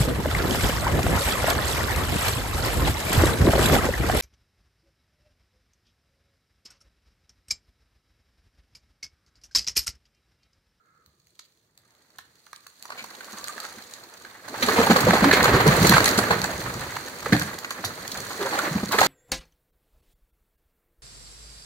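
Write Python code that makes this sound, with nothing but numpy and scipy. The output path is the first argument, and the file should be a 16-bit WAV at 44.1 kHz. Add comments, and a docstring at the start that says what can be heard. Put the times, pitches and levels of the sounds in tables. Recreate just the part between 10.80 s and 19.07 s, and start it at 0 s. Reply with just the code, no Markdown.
"""A bare forest: a cut tree leans, its hinge fibres snap, it tears through the crowns and thuds down; debris
rains, a loose limb lands and a second tree starts to fall. Cracks and thuds are short tuned bursts with a tail
scattered by the trunks, breaking wood is crackling noise, the hinge creaks on irregular slips and a faint far
tone dies away at the start. Two microphone ports hear it, the right one through a resonant cavity."""
import sys
import numpy as np
from scipy import signal
from scipy.fft import rfft, irfft, next_fast_len
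from scipy.io import wavfile
from scipy.ndimage import uniform_filter1d

SR = 44100
rng = np.random.default_rng(int(sys.argv[2]) if len(sys.argv) > 2 else 0)


def unload_wav(signal):
    """Save mono or channel-first audio to the path in sys.argv[1] as 16-bit WAV at rate SR, clipped to [-1, 1]."""
    wavfile.write(
        sys.argv[1],
        SR,
        np.round(np.clip(np.atleast_2d(signal).T, -1, 1) * 32767).astype(np.int16),
    )


N = 364707

# Spectrum of snapping twigs. Each row: frequency in Hz, gain in dB.
TWIG_SPECTRUM = [(1200, -17.5), (2400, -6), (3500, -5.5), (6000, -5), (9000, -7.5), (16000, -10)]


def amp(db):
    """dB to gain."""
    return 10 ** (np.asarray(db) / 20)


def unit(x):
    """Scaled to rms 1."""
    return x / np.sqrt(np.mean(x ** 2) + 1e-20)


def along(points, hz):
    """(Hz, value) points interpolated on a log frequency axis."""
    point_hz, value = np.transpose(points)
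    return np.interp(np.log(hz + 1), np.log(point_hz + 1), value)


def curves(rows):
    """One value per sample for each column after the time in seconds."""
    time_s, *columns = np.transpose(rows)
    return [np.interp(np.arange(N) / SR, time_s, column) for column in columns]


def filtered(x, response):
    """x times a complex response of frequency, zero-padded."""
    n = x.shape[-1]
    padded = next_fast_len(n + 4096)
    spectrum = rfft(x, padded) * response(np.fft.rfftfreq(padded, 1 / SR))
    return irfft(spectrum, padded)[..., :n]


def causal(points):
    """Minimum-phase response with these (Hz, dB) gains, by folding the cepstrum."""
    def response(hz):
        cepstrum = irfft(np.log(amp(along(points, hz))))
        half = len(cepstrum) // 2
        cepstrum[1:half] *= 2
        cepstrum[half + 1:] = 0
        return np.exp(rfft(cepstrum))
    return response


def resonance(centre_hz, q):
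    """Band-pass response of one damped mode, gain 1 at its centre."""
    def response(hz):
        damping = 1j * hz * centre_hz / q
        return damping / (centre_hz ** 2 - hz * hz + damping)
    return response


def ports(x, lag_ms):
    """A sound from one direction reaches the left port later than the right by the lag."""
    side = np.array([[1], [-1]])  # half the lag each way
    return filtered(x, lambda hz: np.exp(-1j * np.pi * hz * lag_ms / 1000 * side))


def burst(length_s):
    """Time, noise and an envelope that swells fast, peaks at length / e and sinks slower."""
    t = np.arange(SR // 5) / SR
    u = np.e * t / max(length_s, .001)
    return t, rng.standard_normal(len(t)), u * np.exp(-u)


def add(track, start_s, peak_db, sound, lag_ms):
    """Lays one sound at its time, peak level and direction."""
    spot = track[:, round(start_s * SR):][:, :len(sound)]
    gain = amp(peak_db) / np.abs(sound).max()
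    spot += (gain * ports(sound, lag_ms))[:, :spot.shape[1]]


def crackle(spectrum, breaks_per_s, spread_db, t60_s, wash, lag_ms, scatter_ms):
    """Many small breaks of random size from five directions over a smooth wash, rms 1."""
    total = 0
    lags_ms = lag_ms + scatter_ms * np.linspace(-1, 1, 5)
    pitches_hz = rng.permutation(np.geomspace(spectrum[1][0], spectrum[-2][0], 5))
    for direction_ms, pitch_hz in zip(lags_ms, pitches_hz):
        chance, size = rng.random(N), rng.exponential(size=N)
        breaks = (chance < breaks_per_s / SR / 5) * amp(np.minimum(spread_db * size, 18))
        envelope = signal.lfilter([1], [1, -amp(-60 / (t60_s * SR))], breaks)
        # fibres part one after another
        envelope = unit(uniform_filter1d(envelope, max(int(0.15 * t60_s * SR), 1)))
        snaps = rng.standard_normal(N) * envelope
        # thin and thick wood ring at their own pitch
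        knocks = 1.13 * filtered(snaps, resonance(pitch_hz, 7.3))
        noise = snaps + knocks + wash * rng.standard_normal(N)
        total = total + ports(filtered(noise, causal(spectrum)), direction_ms)
    return unit(total)


def fading_band():
    """A faint far tone that wavers, sinks and dies: a carrier blurred by slow random wobble, with weaker bands
    above."""
    # Each row: time in seconds, pitch in Hz, level in dB.
    fading = [(0, 1340, -71), (.2, 1300, -66), (.3, 1240, -79), (.42, 1200, -86), (.47, 1200, -110)]
    # Bands over the tone. Each row: centre in Hz, width in Hz, level re the tone in dB.
    bands = [(1650, 80, -12), (2070, 80, -13)]
    pitch_hz, level_db = curves(fading)
    blur = filtered(rng.standard_normal((2, 2, N)), lambda hz: 1 / (1 + (hz / 90) ** 2))
    phase = 2 * np.pi * np.cumsum(pitch_hz) / SR
    tone = unit(blur[0] * np.sin(phase) + blur[1] * np.cos(phase))
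    above = 0
    for band_hz, width_hz, band_db in bands:
        noise = rng.standard_normal((2, N))
        above = above + amp(band_db) * unit(filtered(noise, resonance(band_hz, band_hz / width_hz)))
    return amp(level_db) * (tone + above)


def forest(x):
    """Decaying noise tails scattered off the trunks, alike at both ports only in the bass."""
    # Each row: frequency in Hz, left-right correlation of the tail.
    alike = [(100, 1), (400, 0.92), (800, 0.21), (1500, 0.21), (2500, .05), (15000, .02)]
    # Each row: frequency in Hz, t60 in seconds.
    decay = [(100, 0.64), (500, 0.44), (2000, 0.4), (6000, 0.15), (15000, 0.16)]
    # Strength of the tail. Each row: frequency in Hz, gain in dB.
    echo_spectrum = [(100, -12.5), (400, -18.5), (1300, -10.5), (4000, -4), (12000, -3)]
    echoes = np.zeros((2, N + SR))
    step = SR // 16  # each moment's blows meet other trunks
    delay = 300  # samples
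    for start in range(0, N, step):
        hz, t, noise = signal.stft(rng.standard_normal((2, SR // 3)), SR, nperseg=256)
        angle = np.arccos(np.clip(along(alike, hz), -1, 1))[:, None] / 2
        mid, side = noise[0] * np.cos(angle), noise[1] * np.sin(angle)
        fade = amp(-60 * t / along(decay, hz)[:, None])
        tail = signal.istft(np.array([mid + side, mid - side]) * fade, SR, nperseg=256)[1]
        tail = tail / np.linalg.norm(tail[0])
        blows = x[:, start:start + step].mean(axis=0)[None]
        answer = signal.fftconvolve(blows, tail, axes=1)
        echoes[:, start + delay:][:, :answer.shape[1]] += answer
    return filtered(echoes[:, :N], causal(echo_spectrum))


def crash():
    """Branches, twigs, limbs and trunk break at their own density, all driven by one strength."""
    # Wood breaking between the loud cracks. Each row: time in seconds, strength in dB,
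    # trunk weight re strength in dB, twigs and leaves re strength in dB.
    breaking = [(0, -78.5, -4, -1.5), (.65, -80, 0, 12.5), (0.92, -76.5, -4, 1.5), (1.15, -67.5, -8, 0),
                (1.95, -69, -17, 8.5), (2.15, -49.5, -21, -4), (2.6, -50.5, -19, 4.5),
                (2.85, -45.5, -23, -0.5), (3.1, -52.5, -17, 2.5), (3.62, -51, -15.5, -4),
                (3.9, -27.5, -12, -4.5), (4.1, -24, -12.5, -8.5), (4.8, -22, -4, -19),
                (5.05, -21, -1.5, -5.5), (5.25, -25, -9, -7), (5.55, -27.5, -6.5, -12.5),
                (5.75, -34.5, -2.5, -4), (6.4, -42.5, -12, -1.5), (6.6, -36, -6, -2),
                (6.8, -42.5, -13, -5.5), (7.5, -40.5, -9.5, 0.5), (7.85, -29.5, -23, -8),
                (8.07, -40.5, -3, -2), (8.16, -34.5, -10, -3), (8.27, -22, -15, -1.5)]
    # Spectra of branches, limbs and trunk. Each row: frequency in Hz, gain in dB.
    branch_spectrum = [(250, -27.5), (500, -1), (1000, -0.5), (2000, -1), (3000, -9.5), (5000, -21)]
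    limb_spectrum = [(110, -27.5), (190, 3), (300, 3), (480, 2.5), (650, -3), (1000, -47)]
    trunk_spectrum = [(20, -41), (40, -12.5), (70, -6), (130, -2.5), (190, -8.5), (300, -39), (600, -69)]
    limb_db, limb_weight_share = -2, 0.28
    limb_floor_db, trunk_floor_db = -78.5, -76.5  # low stir when nothing breaks

    strength_db, weight_db, twig_db = curves(breaking)
    limb_gain = np.hypot(amp(strength_db + limb_db + limb_weight_share * weight_db), amp(limb_floor_db))
    trunk_gain = np.hypot(amp(strength_db + weight_db), amp(trunk_floor_db))
    branches = amp(strength_db) * crackle(branch_spectrum, breaks_per_s=200, spread_db=7.1, t60_s=0.062,
                                          wash=1.0, lag_ms=-0.155, scatter_ms=0.21)
    twigs = amp(strength_db + twig_db) * crackle(TWIG_SPECTRUM, breaks_per_s=400, spread_db=3.5, t60_s=0.019,
                                                 wash=1.0, lag_ms=-0.1, scatter_ms=0.2354)
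    limbs = limb_gain * crackle(limb_spectrum, breaks_per_s=80, spread_db=8.9, t60_s=0.096,
                                wash=1.0, lag_ms=-0.14, scatter_ms=0.3)
    trunk = trunk_gain * crackle(trunk_spectrum, breaks_per_s=60, spread_db=3.2, t60_s=0.28,
                                 wash=0.47, lag_ms=-0.04, scatter_ms=0.22)
    return branches + twigs + limbs + trunk


def creak():
    """Uneven slips of the tearing hinge ring two wood modes that rise as it thins."""
    # Each row: time in seconds, lower mode in Hz, level in dB.
    hinge = [(2.4, 1113, -75), (2.48, 1140, -52.5), (2.6, 1152, -52), (2.752, 1226, -48), (2.87, 1294, -49),
             (2.95, 1293, -78)]
    mode_hz, level_db = curves(hinge)
    start, stop = round(hinge[0][0] * SR), round(hinge[-1][0] * SR)
    slips_per_s, ring_t60_s = 130, 0.072
    slips = (rng.random(N) < slips_per_s / SR) * rng.standard_normal((2, N))
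    slips = uniform_filter1d(slips, size=90)
    ring = signal.lfilter([1], [1, -amp(-60 / (ring_t60_s * SR))], slips)
    phase = 2 * np.pi * np.cumsum(mode_hz) / SR
    modes = ring[0] * np.sin(phase) + 0.55 * ring[1] * np.sin(1.3 * phase)
    sound = np.zeros(N)
    sound[start:stop] = unit(modes[start:stop])
    return ports(amp(level_db) * sound, lag_ms=-.05)


def thuds():
    """Heavy limbs and trunk striking: a few low cycles that swell and sink, with a rough edge."""
    # Each row: start in seconds, dry peak in dB, pitch in Hz, length in seconds.
    blows = [(0.27, -56.0, 75, 0.027), (2.217, -43, 226, 0.023), (2.528, -39.5, 222, 0.024),
             (2.954, -42.5, 403, 0.022), (2.971, -41.5, 239, 0.024), (3.817, -21, 504, 0.033),
             (3.82, -21, 244, 0.037), (3.868, -20, 430, 0.047), (3.984, -8.5, 461.5, 0.033),
             (3.988, -10.5, 227, 0.011), (4.097, -6, 225, 0.027), (4.158, -11.5, 522, 0.0095),
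             (4.232, -15.5, 129.4, 0.037), (4.266, -8.0, 514, 0.02), (4.281, -11, 183, 0.027),
             (4.42, -10, 203, 0.038), (4.449, -10, 282, 0.04), (4.532, -10, 414, 0.0075),
             (4.685, -11, 414, 0.019), (4.72, -16, 388, 0.043), (4.736, -6.5, 145, 0.018),
             (4.86, -7, 445, 0.019), (4.865, -7.5, 156, 0.032), (4.881, -11, 121, 0.025),
             (5.008, -10, 166.5, 0.05), (5.088, -8.5, 188, 0.04), (5.111, -12, 317, 0.0086),
             (5.136, -11, 128, 0.016), (5.376, -17.5, 425, 0.019), (5.377, -11, 181, 0.016),
             (5.498, -18, 459, 0.041), (5.502, -18, 169, 0.029), (6.463, -21.5, 468, 0.01),
             (6.521, -11, 271, 0.032), (6.524, -6.0, 192, 0.016), (6.548, -8.5, 180, 0.0077),
             (6.603, -30, 95, 0.033), (7.04, -32, 102, 0.046), (7.588, -21.5, 398.5, 0.06),
             (7.648, -22.5, 536, 0.037), (7.715, -27, 329, 0.038), (7.91, -22, 152, 0.024),
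             (7.951, -12.5, 182, 0.021), (8.031, -16, 217, 0.0095), (8.142, -18.5, 427, 0.013),
             (8.181, -21, 430, 0.032)]
    track = np.zeros((2, N))
    for start_s, peak_db, pitch_hz, length_s in blows:
        t, noise, envelope = burst(length_s)
        tone = np.sin(2 * np.pi * pitch_hz * t)
        rough = unit(filtered(noise, resonance(pitch_hz, 3.9)))
        push = np.sin(2 * np.pi * 0.46 * pitch_hz * t)  # the ground gives under the blow
        add(track, start_s, peak_db, envelope * (tone + 0.68 * rough + 0.2 * push), lag_ms=-.15)
    return track


def ticks():
    """Dry twig ticks and splinter bursts: short enveloped noise without a pitch."""
    # Each row: start in seconds, dry peak in dB, length in seconds (at least 0.001 is used).
    twig_ticks = [(0.261, -41.5, 0.0019), (0.4695, -47, 0.0026), (0.5913, -31.5, 0.0061),
                  (0.976, -37.5, 0.0025), (1.15, -48, 0.0023), (1.3847, -29.5, 0.0017),
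                  (1.665, -39, 0.0025), (1.73, -32, 0.0024), (1.761, -28.5, 0.002), (1.867, -31.5, 0.0032),
                  (2.025, -25, 0.0024), (2.054, -31.5, 0.0035), (2.101, -35, 0.0023),
                  (2.239, -32.5, 0.0075), (2.404, -37, 0.0024), (2.509, -33.5, 0.0034),
                  (2.642, -20, 0.0015), (2.673, -27, 0.0045), (2.683, -14, 0.001), (2.801, -23, 0.0038),
                  (2.8502, -24, 0.0029), (2.867, -30, 0.0016), (3.137, -25.5, 0.0024),
                  (3.683, -27.5, 0.0058), (3.824, -17, 0.013), (3.886, -12, 0.0013), (4.165, -17, 0.0053),
                  (4.204, -14.5, 0.01), (4.628, -10.5, 0.005), (4.641, -10.5, 0.006), (4.867, -19, 0.0059),
                  (4.877, -10, 0.0033), (5.0673, -7, 0.011), (5.0937, -4.5, 0.0035), (5.2424, -7, 0.0039),
                  (5.256, -5.5, 0.0054), (5.282, -7, 0.00092), (5.2898, -8, 0.0022), (5.374, -13.5, 0.019),
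                  (5.387, -9.5, 0.0052), (5.617, -12, 0.0007), (5.642, -11.5, 0.0021),
                  (5.941, -18.5, 0.0015), (6.5963, -11, 0.0014), (6.621, -16, 0.0022),
                  (6.786, -23.5, 0.005), (6.906, -17.5, 0.0027), (7.045, -17.5, 0.014),
                  (7.2776, -20.5, 0.003), (7.316, -19.0, 0.0062), (7.373, -21, 0.0048),
                  (7.787, -17.5, 0.006), (8.118, -15.5, 0.011), (8.2043, -12, 0.009)]
    track = np.zeros((2, N))
    for start_s, peak_db, length_s in twig_ticks:
        _, noise, envelope = burst(length_s)
        tick = filtered(noise * envelope, causal(TWIG_SPECTRUM))
        add(track, start_s, peak_db, tick, lag_ms=rng.normal(-.1, 0.1354))
    return track


def cracks():
    """Each broken piece rings briefly at its pitch while its fibres splinter."""
    # Each row: start in seconds, dry peak in dB, wood pitch in Hz, length in seconds.
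    breaks = [(0.594, -41, 1270, 0.0042), (1.3874, -30, 1340, 0.0045), (1.666, -43.5, 1180, 0.0072),
              (1.73, -30.5, 1180, 0.004), (1.865, -38, 1180, 0.0048), (2.052, -31.5, 960, 0.0069),
              (2.091, -38, 900, 0.0051), (2.103, -25.5, 1130, 0.0046), (2.119, -30, 1160, 0.012),
              (2.174, -27.5, 2290, 0.037), (2.242, -28, 1090, 0.004), (2.406, -29.5, 1530, 0.0079),
              (2.529, -35, 1200, 0.022), (2.567, -33, 1120, 0.027), (2.645, -29, 1210, 0.005),
              (2.6746, -33, 1580, 0.014), (2.779, -25, 1628, 0.0034), (2.842, -28, 1340, 0.012),
              (3.448, -33.5, 1600, 0.0062), (3.678, -31, 760, 0.011), (3.74, -25, 973, 0.013),
              (3.823, -12, 2030, 0.018), (3.8826, -11.5, 1118, 0.018), (3.979, -11, 900, 0.021),
              (4.014, -9, 1020, 0.0044), (4.067, -8.5, 780, 0.0097), (4.104, -8, 832, 0.018),
              (4.159, -7, 1110, 0.012), (4.272, -13, 927, 0.035), (4.3062, -6, 1030, 0.0048),
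              (4.331, -7.5, 730, 0.015), (4.3606, -10.5, 790, 0.021), (4.408, -12, 960, 0.006),
              (4.442, -6, 776, 0.0053), (4.511, -6.5, 1790, 0.0084), (4.5244, -8, 2144, 0.025),
              (4.636, -10, 1065, 0.013), (4.6545, -6.5, 635, 0.0043), (4.674, -9, 800, 0.022),
              (4.726, -12, 1127, 0.041), (4.867, -16, 974, 0.028), (5.123, -5, 1040, 0.0037),
              (5.135, -8.5, 1570, 0.014), (5.166, -6.5, 1220, 0.0066), (5.18, -2, 1150, 0.005),
              (5.204, -9, 1380, 0.0037), (5.26, -10.5, 1740, 0.0038), (5.276, -10.5, 1630, 0.005),
              (5.388, -8, 980, 0.0066), (5.5064, -7.5, 835, 0.0098), (5.5135, -20.5, 1305, 0.031),
              (5.6386, -18.5, 1550, 0.0094), (6.1657, -20.5, 1160, 0.0046), (6.458, -16.5, 1164, 0.0097),
              (6.5226, -10.5, 1580, 0.0064), (6.5295, -9.5, 1610, 0.0075), (6.564, -16.5, 1570, 0.0036),
              (6.6151, -18, 1600, 0.0085), (6.845, -17.5, 1920, 0.0075), (6.906, -20.5, 1440, 0.0094),
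              (7.039, -19.5, 664, 0.0069), (7.501, -24, 1090, 0.022), (7.604, -23, 993, 0.031),
              (7.657, -21, 915, 0.021), (7.723, -16.5, 795, 0.038), (7.787, -13.5, 1370, 0.0098),
              (8.111, -20.5, 1135, 0.017), (8.125, -14.5, 946, 0.026), (8.1842, -6.5, 1272, 0.012),
              (8.2138, -2.5, 770, 0.0061), (8.225, -10.5, 910, 0.025)]
    # Each row: frequency in Hz, gain in dB.
    splinter_spectrum = [(300, -7), (700, 1), (2000, 4), (4000, -14), (15000, -27.5)]
    track = np.zeros((2, N))
    for start_s, peak_db, pitch_hz, length_s in breaks:
        t, noise, envelope = burst(length_s)
        tone = 0.83 * np.sin(2 * np.pi * pitch_hz * t)
        ring = 1.08 * unit(filtered(noise, resonance(pitch_hz, 2.6)))
        fibres = 0.5 * unit(filtered(noise, causal(splinter_spectrum)))
        add(track, start_s, peak_db, envelope * (tone + ring + fibres), lag_ms=rng.normal(-0.12, 0.11))
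    return track


def scene():
    """Single blows with their echoes over the wash of breaking wood."""
    blows = cracks() + ticks() + thuds()
    return fading_band() + forest(blows) + crash() + creak() + blows


def record(dry):
    """The right port's cavity colours its side; peaks round off softly; deep bass and top are cut."""
    # Each row: frequency in Hz, gain in dB.
    right_port = [(300, 0.5), (800, 2), (1250, 4.5), (1450, 4), (1650, 6.5), (2800, -6.5), (3600, 3),
                  (4350, 13), (5300, -4.5), (6500, 6), (7200, 4), (8100, -6), (10000, -2.5), (15000, -0.5)]
    bass_cut_hz, top_hz = 38, 15850
    x = np.array([dry[0], filtered(dry[1], causal(right_port))])
    x = x / (1 + np.abs(x / .99) ** 6) ** (1 / 6)

    def band(hz):
        return hz ** 4 / (hz ** 4 + bass_cut_hz ** 4) / (1 + (hz / top_hz) ** 300)
    return filtered(x, band)


dry = scene()
out = record(dry)
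unload_wav(out)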